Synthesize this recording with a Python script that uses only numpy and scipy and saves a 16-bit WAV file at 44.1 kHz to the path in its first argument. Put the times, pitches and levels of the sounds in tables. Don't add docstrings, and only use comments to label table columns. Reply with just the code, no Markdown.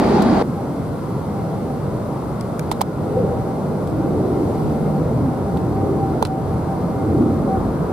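import sys
import numpy as np
from scipy import signal
from scipy.fft import rfft, irfft
from scipy.io import wavfile
from scipy.ndimage import uniform_filter1d

SR = 44100
rng = np.random.default_rng(int(sys.argv[2]) if len(sys.argv) > 2 else 0)


def persist_wave(psi):
    counts = np.round(np.clip(psi, -1, 1) * 32767).astype(np.int16)
    wavfile.write(sys.argv[1], SR, np.atleast_2d(counts).T)


def invert_db(level):
    return 10 ** (np.asarray(level, dtype=float) / 20)


N = 349272
CUT_S = .4245


def roar(hz, t):
    # f/Hz, density/dB
    jet_spectrum = [(12, -64), (20, -28), (125, -2.5), (153, -2), (190, -3.5), (258, -8), (332, -9),
                    (361, -10), (427, -10), (706, -15), (768, -17.5), (835, -17.5), (927, -18.5),
                    (1380, -25.5), (1670, -36.5), (3000, -62.5), (3900, -59), (6600, -120)]
    # t/s, level/dB, tilt above 500 Hz/(dB/octave)
    approach_levels = [
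        (.43, -23.5, 0),
        (1.5, -22.5, -1),
        (2.5, -23, 0),
        (3.5, -24.5, 0.5),
        (4.5, -25, 0.5),
        (5.5, -22.5, 0),
        (6.5, -21, -0.5),
        (7.2, -21, -0.2),
        (7.92, -20.5, 0.8),
    ]
    # t/s, spread/s, centre f/Hz, lift (negative: dip)/dB
    roar_pockets = [(0.74, 0.12, 263, 5.5), (1.85, .06, 62, 1), (3.22, 0.098, 510, 7),
                    (3.28, 0.17, 105, 9.5), (4, 0.13, 315, 5), (4.33, 0.23, 380, 5.5), (4.32, 0.8, 400, 6.5),
                    (4.54, 0.69, 59, 7), (5.05, 0.099, 476, 6), (5.28, 0.096, 260, 8.5), (5.7, 0.42, 93, 5),
                    (5.98, 0.24, 304, 7), (6.49, 0.12, 102, 7.5), (7.12, 0.12, 97, 12.5),
                    (7.35, 0.19, 435, 4.5), (7.27, 0.24, 287, 10), (7.6, 0.14, 67, 11.5),
                    (3.3, 0.11, 175, 4.5), (7.62, 0.14, 191, 5.5), (3.2, 0.079, 410, 6.5),
                    (3.18, 0.025, 480, 12), (5.27, 0.073, 395, -6), (7.75, .1, 40, -5),
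                    (6.9, 0.075, 433, -4.5), (7.6, 0.13, 180, -2), (3.47, 0.12, 426, -4),
                    (3.96, 0.11, 384, -10), (3.75, 0.11, 420, 3), (4.9, 0.12, 237, 5), (5.3, 0.063, 410, 5),
                    (1.08, 0.072, 620, -5.5), (6.2, 0.13, 160, -10), (7.15, 0.15, 300, 1),
                    (6.02, 0.084, 264, -4.5), (4.2, 0.071, 390, 1.5), (4.8, 0.13, 147, -12),
                    (7.0, 0.058, 384, 6.5), (7.4, 0.097, 410, -2.5), (4.43, 0.23, 103, 4),
                    (3.7, 0.065, 310, -10), (3.31, 0.031, 460, 3), (5.91, .03, 390, 6),
                    (5.97, .03, 370, 4.5), (6.05, 0.037, 326, -2), (7.7, .12, 35, -6), (6.58, 0.089, 213, 0),
                    (2.7, .06, 160, 6), (4.4, 0.11, 270, 2), (6.17, .1, 160, -10), (7.31, 0.107, 400, -1),
                    (3.19, .03, 440, 2), (3.4, 0.047, 450, 2), (4.33, 0.056, 370, 1.5),
                     (4.15, 0.059, 315, 2), (5.88, .05, 400, 3), (5.82, .05, 330, 2), (7.12, .06, 415, 3),
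                     (7.2, .06, 280, -1.5), (3.54, 0.093, 135, 1), (12, .08, 200, -3), (5.61, .08, 140, -4),
                     (7.75, .08, 50, -6), (13, 0.046, 280, 0.5), (5.5, 0.072, 195, 7), (3.7, .08, 195, 6.5),
                     (2.95, .06, 420, 2.5), (4.2, 0.088, 300, -1), (1.12, 0.072, 150, -3),
                     (7.4, .06, 200, 1.5), (1.55, 0.11, 217, 2.5), (5.3, .08, 460, -5),
                     (4.42, 0.065, 290, 4.5), (5.9, .07, 380, 1.5), (3.2, .05, 200, 3), (7.75, .06, 70, -4),
                     (7.3, .08, 440, -2.5), (5.6, .08, 77, 4), (2.9, .06, 80, -4), (5.0, .15, 2100, 2),
                     (3.2, .05, 475, 1), (6.85, .06, 294, -3), (2.27, .1, 200, -2.5)]
    level_db, tilt_db = curve(approach_levels, t)
    octaves_up = np.log2(np.maximum(hz[:, None] / 500, 1))
    db = level_db + tilt_db * octaves_up + pockets_db(roar_pockets, hz, t, octaves=0.033)
    return band_gain(read(jet_spectrum, hz)[:, None], hz, 0, SR) * invert_db(db)


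def whistle(t):
    # start/s, length/s, level/dB
    cavity_flares = [(0.568, 0.055, -28), (1.057, 0.052, -35), (1.33, 0.24, -31.5), (1.66, 0.15, -35),
                     (1.97, .08, -48), (3.118, 0.33, -30), (3.466, 0.059, -27.5), (3.92, 0.35, -34.5),
                     (4.31, 0.12, -30.5), (4.55, 0.32, -33.5), (4.87, 0.13, -30), (5.175, 0.28, -33.5),
                     (5.454, 0.12, -28), (5.71, 0.14, -26.5), (5.923, 0.27, -28.5), (6.286, 0.12, -25.5),
                     (6.49, 0.11, -30.5), (6.68, 0.066, -25.5), (6.88, 0.32, -33.5), (7.223, 0.06, -29),
                     (7.39, 0.1, -33), (7.474, 0.1, -21)]
    rest_db = -44 + 1.13 * t
    level = flaring(cavity_flares, t, rest_db, edge_s=0.05)
    return level * tone(-4, 790 - 2.4 * t, waver_hz=5.5, flutter_db=3)


def hum(t):
    # start/s, length/s, level/dB, f/Hz
    core_swells = [
        (.55, 1.1, -37, 148),
        (3.5, .75, -31, 149),
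        (4.55, .5, -24, 150),
        (5.98, .37, -26, 153),
    ]
    level = flaring(core_swells, t, rest_db=-46.5, edge_s=0.15)
    return level * tone(0, curve(core_swells, t)[2], waver_hz=1, flutter_db=2)


def turbine(t):
    # start/s, length/s, level/dB, f/Hz
    turbine_lines = [
        (2.25, .3, -63, 2070),
        (3.3, .3, -64, 2090),
        (4.7, .25, -60, 2120),
        (6.7, .5, -62, 2100),
        (7.3, .3, -65, 2115),
    ]
    level = flaring(turbine_lines, t, rest_db=-78, edge_s=0.093)
    return level * tone(0, curve(turbine_lines, t)[2], waver_hz=6, flutter_db=3)


def fan(t):
    # t/s, level/dB, f/Hz
    fan_levels = [(.43, -58, 975), (2.9, -55, 975), (3.2, -49, 972), (3.8, -53, 970), (4.4, -48, 972),
                  (4.9, -56, 965), (7.92, -58, 960)]
    level_db, pitch_hz = curve(fan_levels, t)
    return tone(level_db, pitch_hz, waver_hz=10, flutter_db=4)


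def near_roar(hz, t):
    # f/Hz, density/dB
    near_spectrum = [(12, -50), (20, -16), (119, -8), (150, -4.5), (205, 2), (275, -1), (394, -4),
                     (479, -9), (770, -8.5), (1590, -24), (1780, -26.5), (2850, -35), (4710, -33.5),
                     (5570, -42.5), (9990, -48), (15600, -60)]
    # t/s, level/dB
    near_levels = [(0, -14), (.15, -14), (.3, -15), (.42, -14.5)]
    return band_gain(read(near_spectrum, hz)[:, None], hz, 0, SR) * invert_db(curve(near_levels, t)[0])


def near_pass():
    # t/s, spread/s, centre f/Hz, lift/dB
    near_pockets = [(0.022, 0.018, 250, 5), (0.045, .01, 620, -3), (0.098, 0.011, 260, -3),
                    (.14, 0.017, 370, 5), (0.21, 0.03, 215, 6), (0.186, 0.03, 840, 8),
                    (.215, 0.014, 570, -3), (0.32, 0.02, 290, 7.5), (0.19, .015, 310, -10),
                    (.13, .012, 180, -5), (0.22, .012, 3900, 4), (0.36, 0.042, 800, 7),
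                    (0.424, 0.016, 450, 17), (0.392, 0.017, 1400, 3), (0.39, 0.031, 254, -13),
                    (.15, .04, 5700, 4), (.15, .03, 4100, 3), (.17, .03, 1500, 3), (.055, 0.0055, 700, 8),
                    (.36, .05, 5000, 2), (0.23, .03, 2400, -2), (0.33, .008, 800, -3), (.26, .03, 280, 0.5),
                    (0.14, .1, 2300, 2)]
    near = noise(near_roar, patchy_db=.7, size=2048)
    crest = -near.sum(0)[:round(.1 * SR)].argmax()
    near = np.roll(near, crest, axis=1)
    hz, t, z = signal.stft(near[:, :SR], SR, nperseg=1024, noverlap=896)
    z = z * invert_db(pockets_db(near_pockets, hz, t, octaves=0.098))
    near = signal.istft(z, SR, nperseg=1024, noverlap=896)[1][:, :SR]
    return np.pad(near, ((0, 0), (0, N - SR)))


def clicks():
    # t/s, snap/dB, shell ring/dB, tilt/(dB/octave), rattle tail/dB
    click_events = [(.2215, -32, -40, 0, -32.5), (2.4097, -29, -45, 0, -49), (2.4106, -30, -45, -3, -55),
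                    (2.5936, -25, -40, 2, -52), (2.5948, -22, -40, 7, -55), (2.7132, -38, -35, 2, -43),
                    (2.7142, -21, -26, -0.5, -31), (2.8092, -29, -7, -3.5, -33),
                    (2.8140, -13, 0.5, 2.5, -29.5), (3.8735, -36, -43, -1, -48),
                    (5.572, -37, -51, -2.5, -44), (6.2236, -25, -43, -6.5, -30), (6.2255, -20, 2, 0.5, -34),
                    (6.251, -18, -12, -2.5, -30.5), (6.2705, -38, -40, 0, -44), (6.2615, -50, -50, -3, -40),
                    (2.7152, -37, -3.5, 0, -50), (2.7205, -40, -40, 0, -34.5), (2.8165, -40, -30, -3, -34)]
    # f/Hz, level/dB
    snap_spectrum = [(1300, -9.5), (2100, -2), (2900, -2.5), (3800, -1), (5000, -1.5), (6600, -6.5),
                     (8800, -2.5), (11000, -6), (13000, -9), (16000, -11)]
    # f/Hz, level/dB
    shell_modes = [(835, -9), (900, -6.5)]
    spike_height, spike_s = 7, .0004
    latch_hz, latch_width_hz, latch_db = 3880, 810, 2.5
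    shell_rise_s, shell_left_db, snap_left_db = 0.0012, -9, 2
    out, t = np.zeros((2, N + 2048)), np.arange(2048) / SR
    hz = np.fft.rfftfreq(2048, 1 / SR)
    grit = rng.standard_normal((len(click_events), 3, 2048))
    grit[:, 0, round(spike_s * SR)] += spike_height

    late = np.maximum(t - .0006, 0) / shell_rise_s
    swing = sum(invert_db(db) * np.exp(2j * np.pi * f * t) for f, db in shell_modes) * late * np.exp(1 - late)
    swing = (swing * np.array([[1j * invert_db(shell_left_db)], [1]])).real

    hump_db = latch_db * np.exp(-((hz - latch_hz) / latch_width_hz) ** 2)
    sides = invert_db([[snap_left_db / 2], [-snap_left_db / 2]])
    low_fade = np.exp(-(t / 0.0091) ** 1.9)
    treble_fade = np.exp(-(t / 0.0083) ** 3)
    for (s, snap_db, ring_db, tilt_db, tail_db), (both, left, right) in zip(click_events, grit):
        colour_db = read(snap_spectrum, hz) + tilt_db * np.log2((hz + 50) / 5000) + hump_db
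        stereo_grit = 0.55 * both + 0.91 * np.array([left, right])
        crack = irfft(rfft(stereo_grit) * evened(invert_db(colour_db)))
        snap = invert_db(snap_db - 60 * t / .005) * (1 - np.exp(-t / .0005))
        low = irfft(rfft(crack) / (1 + (hz / 5500) ** 4))
        rattle = low * low_fade + (crack - low) * treble_fade
        at = round(s * SR)
        out[:, at:at + 2048] += (crack * snap + invert_db(tail_db) * rattle) * sides + invert_db(ring_db) * swing
    return out[:, :N]


def rings():
    # t/s, f/Hz, level/dB, t60/s, left minus right/dB
    ring_events = [(2.4097, 2200, -32, .012, 6), (2.4097, 6000, -38, .01, 4), (2.4097, 4950, -27, .01, 4),
                   (2.4097, 8000, -30, .01, 7), (2.5938, 1550, -21, 0.014, 0),
                   (2.5945, 2330, -23.5, 0.017, 0), (2.5938, 5050, -30, .01, 10),
                   (2.5938, 6700, -28, .01, 10), (2.594, 9100, -21, 0.007, 7),
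                   (2.7144, 2150, -29, .035, -6), (2.7144, 3130, -33, .02, 5),
                   (2.7175, 3900, -32, 0.079, 0), (2.7144, 4330, -37, .03, 2), (2.7144, 6000, -38, .04, 0),
                   (2.7132, 8300, -29, .03, 0), (2.8095, 2310, -29, 0.036, -4),
                   (2.8095, 4620, -33, 0.026, 8), (2.814, 3550, -28, 0.022, 7), (2.814, 4100, -33, .04, 1),
                   (2.814, 5000, -29, .025, 9), (2.814, 5900, -25, .02, 11), (2.814, 8300, -17, 0.012, -1),
                   (6.2256, 2400, -37, .06, -10), (6.2254, 3550, -23, .021, 4), (6.2256, 4000, -35, .1, 3),
                   (6.2256, 4380, -32, .03, 7), (6.2256, 6200, -29, .02, 8), (6.2256, 9400, -30, .012, 5),
                   (6.2511, 1480, -19, 0.033, -3), (6.2511, 3180, -32, .025, -9),
                   (6.2511, 2700, -25, .025, -4), (6.2511, 3750, -27, .02, 0),
                   (6.2511, 4020, -23, 0.027, 0), (6.2511, 7600, -32, .012, -2),
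                   (3.899, 8000, -40, .008, 0), (2.4097, 9900, -33, .01, 5), (2.594, 12700, -28, .008, 5),
                   (2.5945, 5900, -32, .012, 6), (6.2511, 5200, -36, .02, 5),
                   (2.814, 12500, -26, 0.0072, 3)]
    ragged_share, stutter_s, rise_s = 0.45, 0.0019, 0.0004
    out, t = np.zeros((2, N)), np.arange(4096) / SR
    shake = rng.standard_normal((len(ring_events), 4096, 2)) @ [1, 1j]
    shake = evened(uniform_filter1d(shake, round(stutter_s * SR)))
    phases = rng.random((len(ring_events), 2))
    loose = ragged_share * np.minimum(t / .004, 1)
    for (s, hz, db, t60, left_db), turns, stutter in zip(ring_events, phases, shake):
        fade = invert_db(db - 60 * t / t60) * (1 - np.exp(-t / rise_s))
        cycles = hz * t + turns[0] + np.array([[0], [turns[1] / 3]])
        note = (1 - loose + loose * stutter) * np.exp(2j * np.pi * cycles)
        at = round(s * SR)
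        out[:, at:at + len(t)] += invert_db([[left_db / 2], [-left_db / 2]]) * fade * note.real
    return out


def hiss(hz, t):
    # f/Hz, density/dB
    floor_spectrum = [(1000, -20), (1700, -8.5), (2080, -3.5), (2290, -8), (2990, -11.5), (4380, -10),
                      (6530, -15.5), (9370, -12), (11000, -15), (12300, -14.5), (13500, -19.5),
                      (15600, -22.5)]
    breeze_s, breeze_spread_s, breeze_db = 4.54, 0.24, 2
    db = -51 + breeze_db * np.exp(-.5 * ((t - breeze_s) / breeze_spread_s) ** 2)
    return band_gain(read(floor_spectrum, hz)[:, None], hz, 3000, 15000) * invert_db(db)


def noise(shape, patchy_db, size):
    # f/Hz, likeness/(0-1)
    port_likeness = [(30, .4), (45, .75), (65, .92), (120, .945), (300, .91), (550, .82), (850, .55),
                     (2000, .55), (2800, .5), (4000, .5), (7700, .5), (9500, .15), (11500, 0), (15000, .08)]
    # f/Hz, left minus right/dB
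    port_balance = [(30, -.8), (110, 0), (380, -1), (700, 1), (1290, 2), (2380, .5), (4400, -1.2),
                    (8120, .3), (11000, 2), (12200, .5), (13300, 3.5), (14500, 1)]
    lag_s = 4.6e-5
    hop = size // 4
    frames, hz = N // hop + 5, np.fft.rfftfreq(size, 1 / SR)
    a, b, c, d, patches = rng.standard_normal((frames, len(hz), 5)).T
    patches = evened(uniform_filter1d(uniform_filter1d(patches, size=8, axis=0), size=12, axis=1))
    same = np.clip(read(port_likeness, hz), 0, 1)[:, None]
    left = a + 1j * b
    lead = np.exp(2j * np.pi * hz * lag_s)[:, None]
    right = same * left * lead + np.sqrt(1 - same ** 2) * (c + 1j * d)
    lean = invert_db(read(port_balance, hz) / 2)[:, None]
    z = np.array([left * lean, right / lean]) * shape(hz, np.arange(frames) * hop / SR)
    z = z * invert_db(patchy_db * patches)
    return signal.istft(z, nperseg=size, noverlap=size - hop)[1][:, :N] * np.sqrt(3 / 2)


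def tone(db, hz, waver_hz, flutter_db):
    shake = rng.standard_normal((4, N // 64 + 1))
    shake = evened(uniform_filter1d(uniform_filter1d(shake, size=24), size=24))
    pitch, both, left, right = (np.interp(np.arange(N) / 64, np.arange(len(row)), row) for row in shake)
    turn = 2 * np.pi * np.cumsum(hz + waver_hz * pitch) / SR
    return np.sqrt(2) * invert_db(db + flutter_db * both) * np.sin(turn + .4 * np.array([left, right]))


def flaring(rows, t, rest_db, edge_s):
    gain = invert_db(rest_db)
    for s, length_s, db, *_ in rows:
        edge = np.minimum(t - s, s + length_s - t) / edge_s
        gain = np.maximum(gain, invert_db(db) * np.clip(edge + .5, 0, 1))
    return gain


def pockets_db(rows, hz, t, octaves):
    db = np.zeros((len(hz), len(t)))
    for s, spread_s, centre_hz, lift_db in rows:
        spread_octaves = octaves + 1.013 * spread_s
        in_time = np.exp(-.5 * ((t - s) / spread_s) ** 2)
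        in_band = np.exp(-.5 * (np.log2((hz[:, None] + 1) / centre_hz) / spread_octaves) ** 2)
        db += lift_db * in_time * in_band
    return db


def band_gain(db, hz, lo_hz, hi_hz):
    gain = invert_db(db) * np.ones((len(hz), 1))
    return gain / np.sqrt((gain[(hz >= lo_hz) & (hz < hi_hz)] ** 2).sum(0))


def read(points, hz):
    f, value = np.transpose(points)
    return np.interp(np.log(hz + 1), np.log(f + 1), value)


def curve(rows, t):
    s, *columns = np.transpose(rows)
    return [np.interp(t, s, c) for c in columns]


def evened(x):
    return x / np.sqrt(np.mean(np.abs(x) ** 2) + 1e-20)


def scene():
    t = np.arange(N) / SR
    after = np.clip((t - CUT_S) / .001, 0, 1)
    approach = noise(roar, patchy_db=1.1, size=2048) + whistle(t) + hum(t) + turbine(t) + fan(t)
    approach = approach + noise(hiss, patchy_db=.4, size=1024)
    return after * approach + (1 - after) * near_pass() + clicks() + rings()


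def low_pass(x):
    return signal.sosfilt(signal.butter(12, 15760, fs=SR, output="sos"), x)


def record(dry):
    dry = signal.sosfilt(signal.butter(2, 34, "high", fs=SR, output="sos"), dry)
    lowpass = signal.firwin(511, 15650, window=("kaiser", 9), fs=SR)[None]
    dry = signal.oaconvolve(np.pad(dry, ((0, 0), (255, 255)), "reflect"), lowpass, "valid")
    peak_db = 20 * np.log10(abs(dry).max(0) + 1e-6)
    peak_db[:round(CUT_S * SR)] = -60
    fall_db = np.arange(N) * 16. / SR
    held_db = np.maximum.accumulate(peak_db + fall_db) - fall_db
    over_db = np.maximum(held_db + 4.0, 0)
    ducked = dry / invert_db(.7 * signal.lfilter([.004], [1, -.996], over_db))
    return low_pass(np.clip(ducked, -.98, .98))


dry = scene()
out = record(dry)
persist_wave(out)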